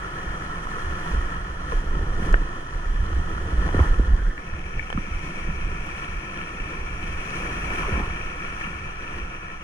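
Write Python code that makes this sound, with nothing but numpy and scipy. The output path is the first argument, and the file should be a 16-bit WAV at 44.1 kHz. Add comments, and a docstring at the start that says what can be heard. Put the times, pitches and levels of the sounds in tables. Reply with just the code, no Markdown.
"""A rocky whitewater rapid, run in a kayak, heard close by two microphones in a small camera's wet housing.
The river is hiss, ringing bubbles and pattering droplets, coloured by the housing and swelling with splashes.
Air and surges of water buffet the microphones as deep noise and slow swings; slaps thump in falling pitch.
Drops tick on the ringing case, spray spatters close by as bright noise, and clusters of bubbles gurgle.
A film of water muffles the microphone port until it bursts almost halfway down."""
import sys
import numpy as np
from scipy import signal
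from scipy.fft import rfft, irfft
from scipy.io import wavfile
from scipy.ndimage import uniform_filter1d

SR = 44100
rng = np.random.default_rng(int(sys.argv[2]) if len(sys.argv) > 2 else 0)


def to_wav(s):
    """Save 16-bit WAV."""
    ch = np.atleast_2d(s).T  # columns
    pcm = np.round(np.clip(ch, -1, 1) * 32767)  # PCM
    wavfile.write(sys.argv[1], SR, pcm.astype(np.int16))


N = 424683
TIME = np.arange(N) / SR
CUTOFF_HZ = 15200

# how alike the two microphones hear:
# (frequency [Hz], share of power in common [0-1], lead of the left [rad])
MICROPHONE_PAIR = [(300, 1, -3), (491, 0.95, 1.12), (670, 0.7, -1.5), (820, 0.47, -3.5), (1030, 1, -4.5),
                   (1250, 0.88, -4), (1456, 0.68, -4.5), (1776, 0.86, -1.12), (2116, 0.24, 3.5),
                   (2270, 0.54, 2), (2560, 1, 2), (3100, 0.63, 5), (3550, 0.37, 5.5), (4200, 0.94, 3.5),
                   (5420, 0.14, 5), (6170, 0.68, 1.5), (7300.0, 0.17, 2.5), (8330, 0.6, 5),
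                   (10140, 0.37, 6), (11600, 0, 27.5)]


def from_db(db):
    """Decibels to gain."""
    return 10 ** (np.asarray(db) / 20)


def to_db(gain):
    """Gain to decibels."""
    return 20 * np.log10(gain)


def rms_one(x):
    """Scale to an rms of 1."""
    return x / np.sqrt(np.mean(x ** 2) + 1e-20)


def in_time(rows, t):
    """The columns of a curve at the times t."""
    times, *columns = np.transpose(rows)
    return [np.interp(t, times, column) for column in columns]


def at_hz(rows, hz):
    """The columns of a spectrum at the frequencies hz, joined along a logarithmic axis."""
    points, *columns = np.transpose(rows)
    return [np.interp(np.log(hz + 1), np.log(points), column) for column in columns]


def drift(rate_hz):
    """Slow chance with a spread of 1: noise through two equal low-pass poles at rate_hz."""
    step = 40  # samples between drawn points
    pole = np.exp(-2 * np.pi * rate_hz * step / SR)
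    noise = rng.standard_normal(N // step + 2002)
    slow = signal.lfilter([1], [1, -2 * pole, pole * pole], noise)[2000:]
    return np.interp(np.arange(N) / step, np.arange(len(slow)), rms_one(slow))


def ring(clicks, hz, t60):
    """A unit click sets a sine of height 1 ringing, down 60 dB after t60 seconds."""
    decay = np.exp(-np.log(1000) / (t60 * SR))
    angle = 2 * np.pi * hz / SR
    return signal.lfilter([0, np.sin(angle)], [1, -2 * decay * np.cos(angle), decay * decay], clicks + 1e-18)


def grains(per_s, spread_db):
    """Random clicks of either sign, many small and a few large."""
    sizes = from_db(spread_db * np.minimum(rng.exponential(1, N), 6))
    return (rng.random(N) < per_s / SR) * sizes * rng.choice([-1, 1], N)


def lumps(colour, lump_s=0.065):
    """Coloured noise of rms near 1, evened out so that no lump stands far above the next."""
    noise = rms_one(irfft(rfft(rng.standard_normal(N)) * colour, N))
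    size = int(lump_s * SR)
    power = uniform_filter1d(uniform_filter1d(noise ** 2, size), size)
    return noise / np.sqrt(power + 0.015)


def foam(cycles=12.5, bubble_db=-11.02, droplet_db=-11.0, surge_db=0.87):
    """Countless far bubbles merge into hiss; near ones ring in clumps, and droplets patter."""
    births = grains(2600 * from_db(3 * drift(7)), spread_db=3.5)
    pitches = np.geomspace(250, 4500, 24)
    dealt = rng.integers(0, len(pitches), N)
    # each bubble falls 60 dB in the same number of cycles
    bubbles = sum(hz * ring(births * (dealt == k), hz, cycles / hz) for k, hz in enumerate(pitches))
    droplets = grains(700 * from_db(4 * drift(5)), spread_db=4.0)
    hiss = rng.standard_normal(N)
    mix = hiss + from_db(bubble_db) * rms_one(bubbles) + from_db(droplet_db) * rms_one(droplets)
    return mix * from_db(surge_db * drift(16.0))


def water_levels(t, trim_db=-0.6, swell_db=0.18, swell_hz=8, splash_fall_s=0.13):
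    """Churn, roar and spray in dB: the swelling rapid, plus splashes that build to a crest and fall away."""
    # the steady rapid as the boat moves through it, before the trim:
    # (time [s], low churn [dB], mid roar [dB], high spray [dB])
    rapid = [(0.0, -39, -37.5, -56.5), (1.04, -38.5, -39, -57), (1.55, -41, -40.5, -58.5),
             (2.2, -37, -40.5, -58.5), (2.68, -42, -42, -59), (3.72, -34.5, -39, -56),
             (4.48, -42, -45.5, -61), (5.23, -41, -42.5, -58), (6.97, -41.5, -41.5, -58.5),
             (7.8, -35.5, -35.5, -52.5), (8.13, -40, -39, -57), (9.63, -46, -44.5, -62.5)]
    # waves and paddle strokes splashing beside the boat:
    # (crest time [s], build-up time constant [s], churn [dB], roar [dB], spray [dB])
    splashes = [(0.8, 0.16, -47, -43, -57.5), (1.11, 0.19, -41, -37.5, -55.5),
                (1.33, 0.11, -45, -39.5, -76), (1.72, .05, -50, -54, -56.5), (1.99, 0.1, -33.5, -61, -76),
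                (2.26, 0.13, -32, -40, -55), (3.19, 0.044, -41, -52, -66), (3.8, 0.092, -39, -35.5, -55.5),
                (5.3, 0.17, -41, -46.5, -60.5), (5.72, 0.057, -39.5, -44.5, -72),
                (5.98, 0.087, -62, -44.5, -59), (6.72, 0.066, -38.5, -46, -66),
                (7.05, 0.089, -44, -46, -60), (7.38, 0.22, -41, -51, -56), (7.79, 0.084, -55, -39.5, -56),
                (7.95, 0.084, -32.5, -38, -61.5), (8.61, 0.23, -46, -44, -59.5),
                (9.17, 0.12, -40, -44, -60.5)]
    swell = swell_db * np.interp(t, TIME, drift(swell_hz))
    power = from_db(np.array(in_time(rapid, t)) + trim_db + swell) ** 2
    for crest_s, build_s, *zones_db in splashes:
        envelope = np.exp(-np.maximum((crest_s - t) / build_s, (t - crest_s) / splash_fall_s))
        power = power + np.outer(from_db(zones_db), envelope) ** 2
    return to_db(np.sqrt(power))


def humps(modes, hz):
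    """Left and right gain in dB of broad resonances, on a grid of frequency by time."""
    total = 0
    for centre, width, left_db, right_db in modes:
        shape = np.exp(-(2 * (hz - centre) / width) ** 2)
        total = total + np.multiply.outer([left_db, right_db], shape)
    return total


def river(churn_hz=368.0, roar_hz=1250.0, spray_hz=5250.0, lowest_hz=100.0, bright_hz=7100.0,
          bright_gain=0.58, alike_below_hz=373.0):
    """Foam heard through the housing and the wet port; churn, roar and spray swell with each wave."""
    # colour of rushing water: (frequency [Hz], relative level [dB])
    water_colour = [(120, 0.5), (260, -11), (400, -8), (600, -13.5), (1100, -13), (2000, -19),
                    (3000, -18.5), (3700, -32.5), (7300, -39), (10000, -38.5), (11500, -46), (13500, -50.5),
                    (15000, -66)]
    # resonances of the housing: (frequency [Hz], width [Hz], left [dB], right [dB])
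    housing = [(178.4, 58, 9, 10), (326, 114, 8, 6), (499.6, 56, 8.5, 3), (733, 117, 7, 8.5),
               (1010, 270, 6, 8.5), (1325, 322, 13.5, 15), (1749, 420, 14.5, 11), (2310, 127, 3, -5),
               (3270, 450, 4, 2.5), (4157, 214, 10, 6.5), (4780, 850, 4.5, 1), (5887, 930, 11, 11),
               (6830, 850, 10, -1), (7970, 1000, 2.5, 6), (9730, 2200, 2.5, 2)]
    # resonances of the port when clear of water: (frequency [Hz], width [Hz], left [dB], right [dB])
    open_port = [(2324, 340, 12.5, 8.5), (2679, 530, 14.5, 8.5), (5970, 380, 7, 3), (9700, 1000, 3, 0)]
    # the film weighs the port down and damps it: (time [s], openness [0-1], tuning [ratio])
    film = [(0, 0.13, 0.94), (3.5, 0.08, 1), (4.05, 0.1, 0.61), (4.2, 0.1, 0.67), (4.35, 0.2, 0.51),
            (4.39, 0.6, 0.87), (4.44, 0.93, 0.96), (5.1, 1, 0.96), (9.63, 1, 0.98)]
    # where churn, roar and spray lie: (low edge [Hz], high edge [Hz])
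    zones = [(130, 700), (900, 1900), (4000, 12000)]

    frame = 1024  # samples
    hz, t, (shared, *own) = signal.stft([foam(), foam(), foam()], SR, nperseg=frame)
    grid = hz[:, None]

    # long waves reach both microphones alike
    alike, lead = at_hz(MICROPHONE_PAIR, grid)
    alike = np.where(grid < alike_below_hz, 1, np.clip(alike, 0, 1))
    lead = lead * (grid > alike_below_hz)
    sound = np.sqrt(alike) * shared + np.sqrt(1 - alike) * np.array(own)
    sound[0] *= np.exp(1j * lead)

    openness, tuning = in_time(film, t)
    levels_db = water_levels(t)
    colour_db = at_hz(water_colour, grid)[0] + humps(housing, grid)
    colour_db = colour_db + openness * humps(open_port, grid / tuning)
    # the louder the spray, the brighter its top
    louder_db = levels_db[2] - levels_db[2].mean()
    colour_db = colour_db + bright_gain * louder_db * np.clip(np.log2((grid + 1) / bright_hz), 0, 1)
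    sound *= from_db(colour_db) * np.minimum(grid / lowest_hz, 1) ** 2

    # each zone of the spectrum follows its own level, blending into the next
    power = np.mean(np.abs(sound.mean(axis=0)) ** 2, axis=1) * 4 / 3  # 4/3 for the Hann window
    shares = at_hz(np.c_[[churn_hz, roar_hz, spray_hz], np.eye(len(zones))], grid)
    for (low, high), share, level_db in zip(zones, shares, levels_db):
        zone_rms = np.sqrt(power[(hz >= low) & (hz < high)].sum())
        sound *= (from_db(level_db) / zone_rms) ** share
    return signal.istft(sound, SR, nperseg=frame)[1][:, :N]


def air_level(trim_db=2.5, unrest_db=1.5, unrest_hz=8.9, attack_s=0.0166, release_s=0.0185):
    """Pressure on the microphone in dB: restless airflow, plus gusts that rise, hold and let go."""
    # steady push of the air on the microphone, before the trim: (time [s], level [dB])
    airflow = [(0.0, -39), (0.62, -35), (1.6, -34), (2.15, -28.5), (2.68, -37), (3.0, -29), (3.7, -27),
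               (4.2, -28.5), (4.33, -36.5), (4.72, -35.5), (5.71, -34.5), (6.25, -42.5), (8.07, -33),
               (8.39, -38), (9.09, -40), (9.63, -41.5)]
    # gusts as the boat lurches: (time of full strength [s], hold [s], level [dB])
    gusts = [(0.277, 0.063, -30.5), (0.846, 0.12, -29), (1.115, 0.15, -25.5), (1.966, 0.08, -26.5),
             (2.198, 0.078, -28.5), (2.986, 0.047, -21), (3.132, 0.095, -23), (3.763, 0.051, -18),
             (4.094, 0.069, -21.5), (4.536, 0.05, -29.5), (4.761, 0.029, -27.5), (4.953, 0.057, -27),
             (5.116, 0.065, -31), (5.433, 0.39, -32), (6.085, 0.11, -29.5), (6.77, 0.44, -31.5),
             (7.525, 0.16, -31.5), (7.916, 0.24, -30.5), (9.133, 0.13, -32.5)]
    steady_db = in_time(airflow, TIME)[0] + trim_db
    power = from_db(steady_db + unrest_db * drift(unrest_hz)) ** 2
    for start_s, hold_s, db in gusts:
        end_s = start_s + hold_s
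        corners = [start_s - attack_s, start_s, end_s, end_s + release_s]
        envelope = np.interp(TIME, corners, [0, 1, 1, 0])
        power = power + (from_db(db) * envelope) ** 2
    return to_db(np.sqrt(power))


def buffeting(hard_edge_hz=87.6, hard_from_db=-32.0, hard_range_db=11.5):
    """Lumps of pressure on the microphone: gentle gusts are deep and slow, hard ones flutter faster."""
    # colour of the gentle buffeting: (frequency [Hz], relative level [dB])
    buffet_colour = [(5, -43), (15, 9.5), (27, -3.5), (50, -4.5), (70, -7), (100, -17.5), (130, -20),
                     (200, -50), (300, -130)]
    hz = np.arange(N // 2 + 1) * SR / N
    gust_db = air_level()
    gentle = lumps(from_db(at_hz(buffet_colour, hz)[0]))
    hard = lumps(np.minimum(hz / 20, 1) / (1 + (hz / hard_edge_hz) ** 12))
    share = np.clip((gust_db - hard_from_db) / hard_range_db, 0, 1)
    return (np.sqrt(1 - share) * gentle + np.sqrt(share) * hard) * from_db(gust_db)


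def slaps(glide_s=0.0055, rise_s=0.0038, rise_share=0.33, splash_db=-12.5, splash_hz=780.0,
          splash_s=0.0047):
    """Water piles on the port, so its ring falls in pitch, with a short dull splash; short slaps hit sharply."""
    # slaps and plops on the microphone, level before the rise and decay:
    # (time [s], level [dB], start pitch [Hz], end pitch [Hz], decay [s])
    slap_list = [(0.766, -31, 523, 443, 0.008), (1.083, -33, 260, 160, 0.0077),
                 (1.717, -25, 730, 440, 0.013), (1.723, -29, 220, 110, 0.0069),
                 (1.736, -29, 450, 280, .006), (1.935, -29.5, 520, 150, 0.029),
                 (2.216, -27.5, 258, 188, 0.028), (2.261, -27, 420, 110, 0.015),
                 (2.3395, -18.5, 560, 150, 0.0032), (3.187, -30, 330, 152, 0.0088),
                 (3.7425, -13.5, 824, 55, 0.01), (3.765, -22, 800, 70, 0.0047),
                 (3.775, -14.5, 162, 82, 0.012), (3.791, -14, 530, 90, 0.0045),
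                 (3.798, -20.5, 776, 150, 0.0032), (3.7993, -23, 1080, 990, 0.0054),
                 (3.803, -8, 118, 69, 0.019), (3.823, -29, 900, 820, .005), (3.993, -15, 624, 42, 0.01),
                 (4.105, -26, 300, 110, 0.012), (4.131, -29, 300, 120, 0.014),
                 (4.769, -22.5, 150, 70, 0.0098), (4.945, -24, 423, 115, 0.02),
                 (4.975, -16.5, 300, 168, 0.0091), (5.079, -30, 260, 170, 0.01),
                 (5.484, -25, 258, 155, 0.019), (5.724, -31, 420, 280, 0.0065),
                 (6.545, -31.5, 248, 167, 0.014), (7.036, -33, 262, 172, 0.009),
                 (7.903, -27, 240, 190, .014), (7.921, -19, 232, 65.5, 0.029), (7.97, -32, 332, 224, 0.015),
                 (7.995, -28, 260, 175, .012), (8.669, -28.5, 248, 172, 0.013)]
    out, t = np.zeros(N), TIME[:SR // 2]
    dull = signal.butter(4, splash_hz, fs=SR, output="sos")
    for s, db, start_hz, end_hz, decay_s in slap_list:
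        pitch = end_hz + (start_hz - end_hz) * np.exp(-t / glide_s)
        thump = np.sin(2 * np.pi * np.cumsum(pitch) / SR) * np.exp(-(t / decay_s) ** 2 / 2)
        splash = rms_one(signal.sosfilt(dull, rng.standard_normal(len(t)))) * np.exp(-t / splash_s)
        rise = 1 - np.exp(-(t / min(rise_s, rise_share * decay_s)) ** 2)
        at = round(s * SR)
        out[at:at + len(t)] += from_db(db) * rise * (thump + from_db(splash_db) * splash)
    return out


def thumps(trim_db=-1.5, spread_cycles=0.55):
    """Each surge of water shoves the microphone in one slow swing of pressure that swells and ebbs."""
    # surges, level before the trim and the bell-shaped envelope:
    # (centre time [s], level [dB], pitch [Hz])
    surges = [(1.132, -19, 40), (1.186, -15, 45), (1.769, -11, 28), (1.906, -16, 19.5), (1.968, -20, 44),
              (2.009, -15, 32), (2.101, -19, 32), (2.163, -19.5, 21), (2.271, -20, 34), (2.34, -5.5, 34),
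              (2.415, -14.5, 29), (2.767, -19, 30), (2.872, -22, 35), (2.909, -12, 28), (2.959, -16, 28),
              (3.171, -17, 69), (3.539, -14.5, 53), (3.59, -9, 50), (3.643, -17, 30), (3.761, -12, 75),
              (3.872, -23, 45), (3.905, -9.5, 28), (4.001, -8, 46), (4.089, -13, 46), (4.143, -8.5, 38),
              (4.225, -14, 40), (4.277, -10.5, 32), (5.158, -24, 40), (5.484, -23, 24), (5.663, -18, 29),
              (5.772, -23, 32), (6.62, -21.5, 31), (8.026, -19.5, 38)]
    out, t = np.zeros(N), TIME[:SR // 4] - 1 / 8
    for s, db, hz in surges:
        envelope = np.exp(-(hz * t / spread_cycles) ** 2 / 2)
        at = round((s + t[0]) * SR)
        out[at:at + len(t)] += from_db(db + trim_db) * np.sin(2 * np.pi * hz * t) * envelope
    return out


def ticks(soft_hz=3200.0, lowest_hz=300.0, crack_hz=1500.0):
    """A drop cracks and its brief spatter rings those case modes near its pitch, out of step at the two ports."""
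    # drops and knocks on the case: (time [s], level over 5 ms [dB], favoured pitch [Hz],
    # spread [octaves], contact [s], left over right [dB], crack over ring [dB])
    knocks = [(1.7195, -25, 875, 0.39, 0.0016, 5, -10.5), (2.3414, -14, 1570, 0.145, 0.00016, 6.5, -11.5),
              (3.689, -28, 1050, 0.54, .001, 7, -17), (3.7442, -29, 1300, .25, 0.00092, 1, -15),
              (3.7915, -24, 1140, 0.3, 0.0011, 2, -17), (3.867, -34, 1550, .3, 0.00074, 3, -10),
              (4.377, -30, 1840, 0.22, 0.00061, 5, -14), (4.7923, -23.5, 2090, 0.18, 0.00058, 7, -20),
              (4.826, -34, 2270, 0.18, 0.00086, 7, -10), (4.901, -28.5, 1130, 0.33, 0.00082, 6.5, -8),
              (4.9005, -37, 3100, .1, 0.00064, 3, -25), (4.9265, -27, 2700, 1.7, 0.00045, -1, -10),
              (4.974, -25, 1180, 0.11, 0.00081, -1, -14), (6.412, -34, 3000, 0.53, .0007, 10, -12),
              (8.608, -25, 1750, 0.36, 0.0027, 6, -20), (8.639, -29.5, 2500, .3, .003, 8, -16)]
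    # what the case rings with: (frequency [Hz], relative level [dB], t60 [s])
    case_modes = [(480, 8, 0.024), (760, 1, .014), (1050, -4, .014), (1300, 1.5, 0.012), (1570, 3, 0.0062),
                  (1773, 0.5, 0.029), (2270, -1.5, 0.029), (2830, -3, 0.012), (3100, -5, 0.012)]
    out, t = np.zeros((2, N)), TIME[:SR // 10]
    soft = signal.butter(12, soft_hz, fs=SR, output="sos")
    crack_band = signal.butter(1, [lowest_hz, crack_hz], "band", fs=SR, output="sos")
    sharp = np.vstack([soft, crack_band])
    for s, db, favoured_hz, spread, contact_s, pan_db, crack_db in knocks:
        reach_hz = np.clip(favoured_hz * 2 ** (2 * spread * np.array([-1, 1])), lowest_hz, SR / 4)
        wet = np.vstack([soft, signal.butter(2, reach_hz, "band", fs=SR, output="sos")])
        spatter = rng.standard_normal(len(t)) * t * np.exp(-t / contact_s) / contact_s
        contact = signal.sosfilt(wet, spatter)
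        ringing = 0
        for hz, mode_db, t60 in case_modes:
            pole = np.exp((2j * np.pi * hz - np.log(1000) / t60) / SR)
            phases = [np.exp(1j * at_hz(MICROPHONE_PAIR, hz)[1]), 1]
            at_ports = np.outer(phases, signal.lfilter([1], [1, -pole], contact)).real
            weight = np.exp(-(np.log2(hz / favoured_hz) / spread) ** 2 / 2)
            ringing = ringing + from_db(mode_db) * weight * rms_one(at_ports)
        # the crack comes where the spatter is thickest
        crack = signal.sosfilt(sharp, signal.unit_impulse(len(t), int(contact_s * SR)) + 1e-18)
        hit = rms_one(rms_one(ringing) + from_db(crack_db) * rms_one(crack))
        hit = hit * np.sqrt(0.005 * SR / len(t))  # the energy of an rms of 1 held for 5 ms
        at = round(s * SR)
        out[:, at:at + len(t)] += from_db(db + np.array([[pan_db], [-pan_db]]) / 2) * hit
    return out


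def drops(trim_db=-1.0, fade_s=0.0018, width=1.4):
    """Each drop of spray bursts by the microphone in a tiny bright spatter of band-passed noise."""
    # single drops, level before the trim: (time [s], peak level [dB], pitch [Hz])
    drop_list = [(2.258, -39, 6000), (2.3265, -31, 5560), (2.342, -39, 4200), (4.9014, -36, 6000),
                 (4.9273, -38.5, 5000), (5.863, -44, 11000), (6.413, -46, 6500), (8.494, -48, 6500)]
    out, t = np.zeros((2, N)), TIME[:SR // 50]
    for s, db, hz in drop_list:
        edges_hz = [hz / width, min(hz * width, CUTOFF_HZ)]
        band = signal.butter(2, edges_hz, "band", fs=SR, output="sos")
        burst = signal.sosfilt(band, rng.standard_normal((2, len(t))) * np.exp(-t / fade_s))
        at = round(s * SR)
        out[:, at:at + len(t)] += from_db(db + trim_db) * burst / np.abs(burst).max()
    return out


def gurgles(per_s=530.0, cycles=19.7, scatter_octaves=0.37, trim_db=-7.0):
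    """A cluster of close bubbles, each ringing briefly at a pitch of its own."""
    # water gurgling over the housing, level of a bubble before the trim:
    # (centre time [s], level [dB], pitch [Hz], length [s])
    clusters = [(2.268, -33, 497, 0.026), (3.679, -28.5, 775, 0.018), (3.784, -28, 1000, 0.011),
                (3.835, -30, 900, .025), (4.195, -26, 1590, 0.014), (4.222, -26, 1660, 0.012),
                (4.267, -27, 1690, 0.013), (4.308, -31, 1760, 0.017), (7.452, -32.5, 520, 0.074),
                (7.6, -32, 1250, .05), (7.69, -31.5, 450, 0.051), (7.72, -30.5, 1070, .06),
                (7.795, -31, 2350, .025), (7.85, -25, 1210, 0.047), (7.886, -28.5, 410, 0.02),
                (7.942, -28, 425, 0.024), (7.96, -25.5, 1170, 0.025), (7.986, -31, 300, 0.024),
                (7.994, -26, 910, 0.011), (8.034, -27.5, 1080, 0.03)]
    out, t = np.zeros(N), TIME[:SR // 10]
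    for s, db, pitch_hz, length_s in clusters:
        count = int(2 * length_s * per_s)  # 64 at most
        scatter = scatter_octaves * min(1, (800 / pitch_hz) ** 3)  # high clusters scatter less
        for offset, detune, size in rng.standard_normal((64, 3))[:count]:
            hz = pitch_hz * 2 ** (scatter * detune)
            at = round((s + length_s * offset / 2) * SR)
            bubble = ring(t == 0, hz, cycles / hz) * (1 - np.exp(-2 * hz * t))
            out[at:at + len(t)] += from_db(db + trim_db + 2 * size) * bubble
    return out


def scene(lean_db=1.0):
    """The river all round; pressure, slaps and gurgles lean right: left down, right up by lean_db."""
    around = river() + ticks() + drops()
    close = buffeting() + thumps() + slaps() + gurgles()
    return around + close * from_db([[-lean_db], [lean_db]])


def record(dry):
    """An elliptic low-pass cuts the top steeply."""
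    return signal.sosfilt(signal.ellip(10, .1, 80, CUTOFF_HZ, fs=SR, output="sos"), dry)


dry = scene()
out = record(dry)
to_wav(out)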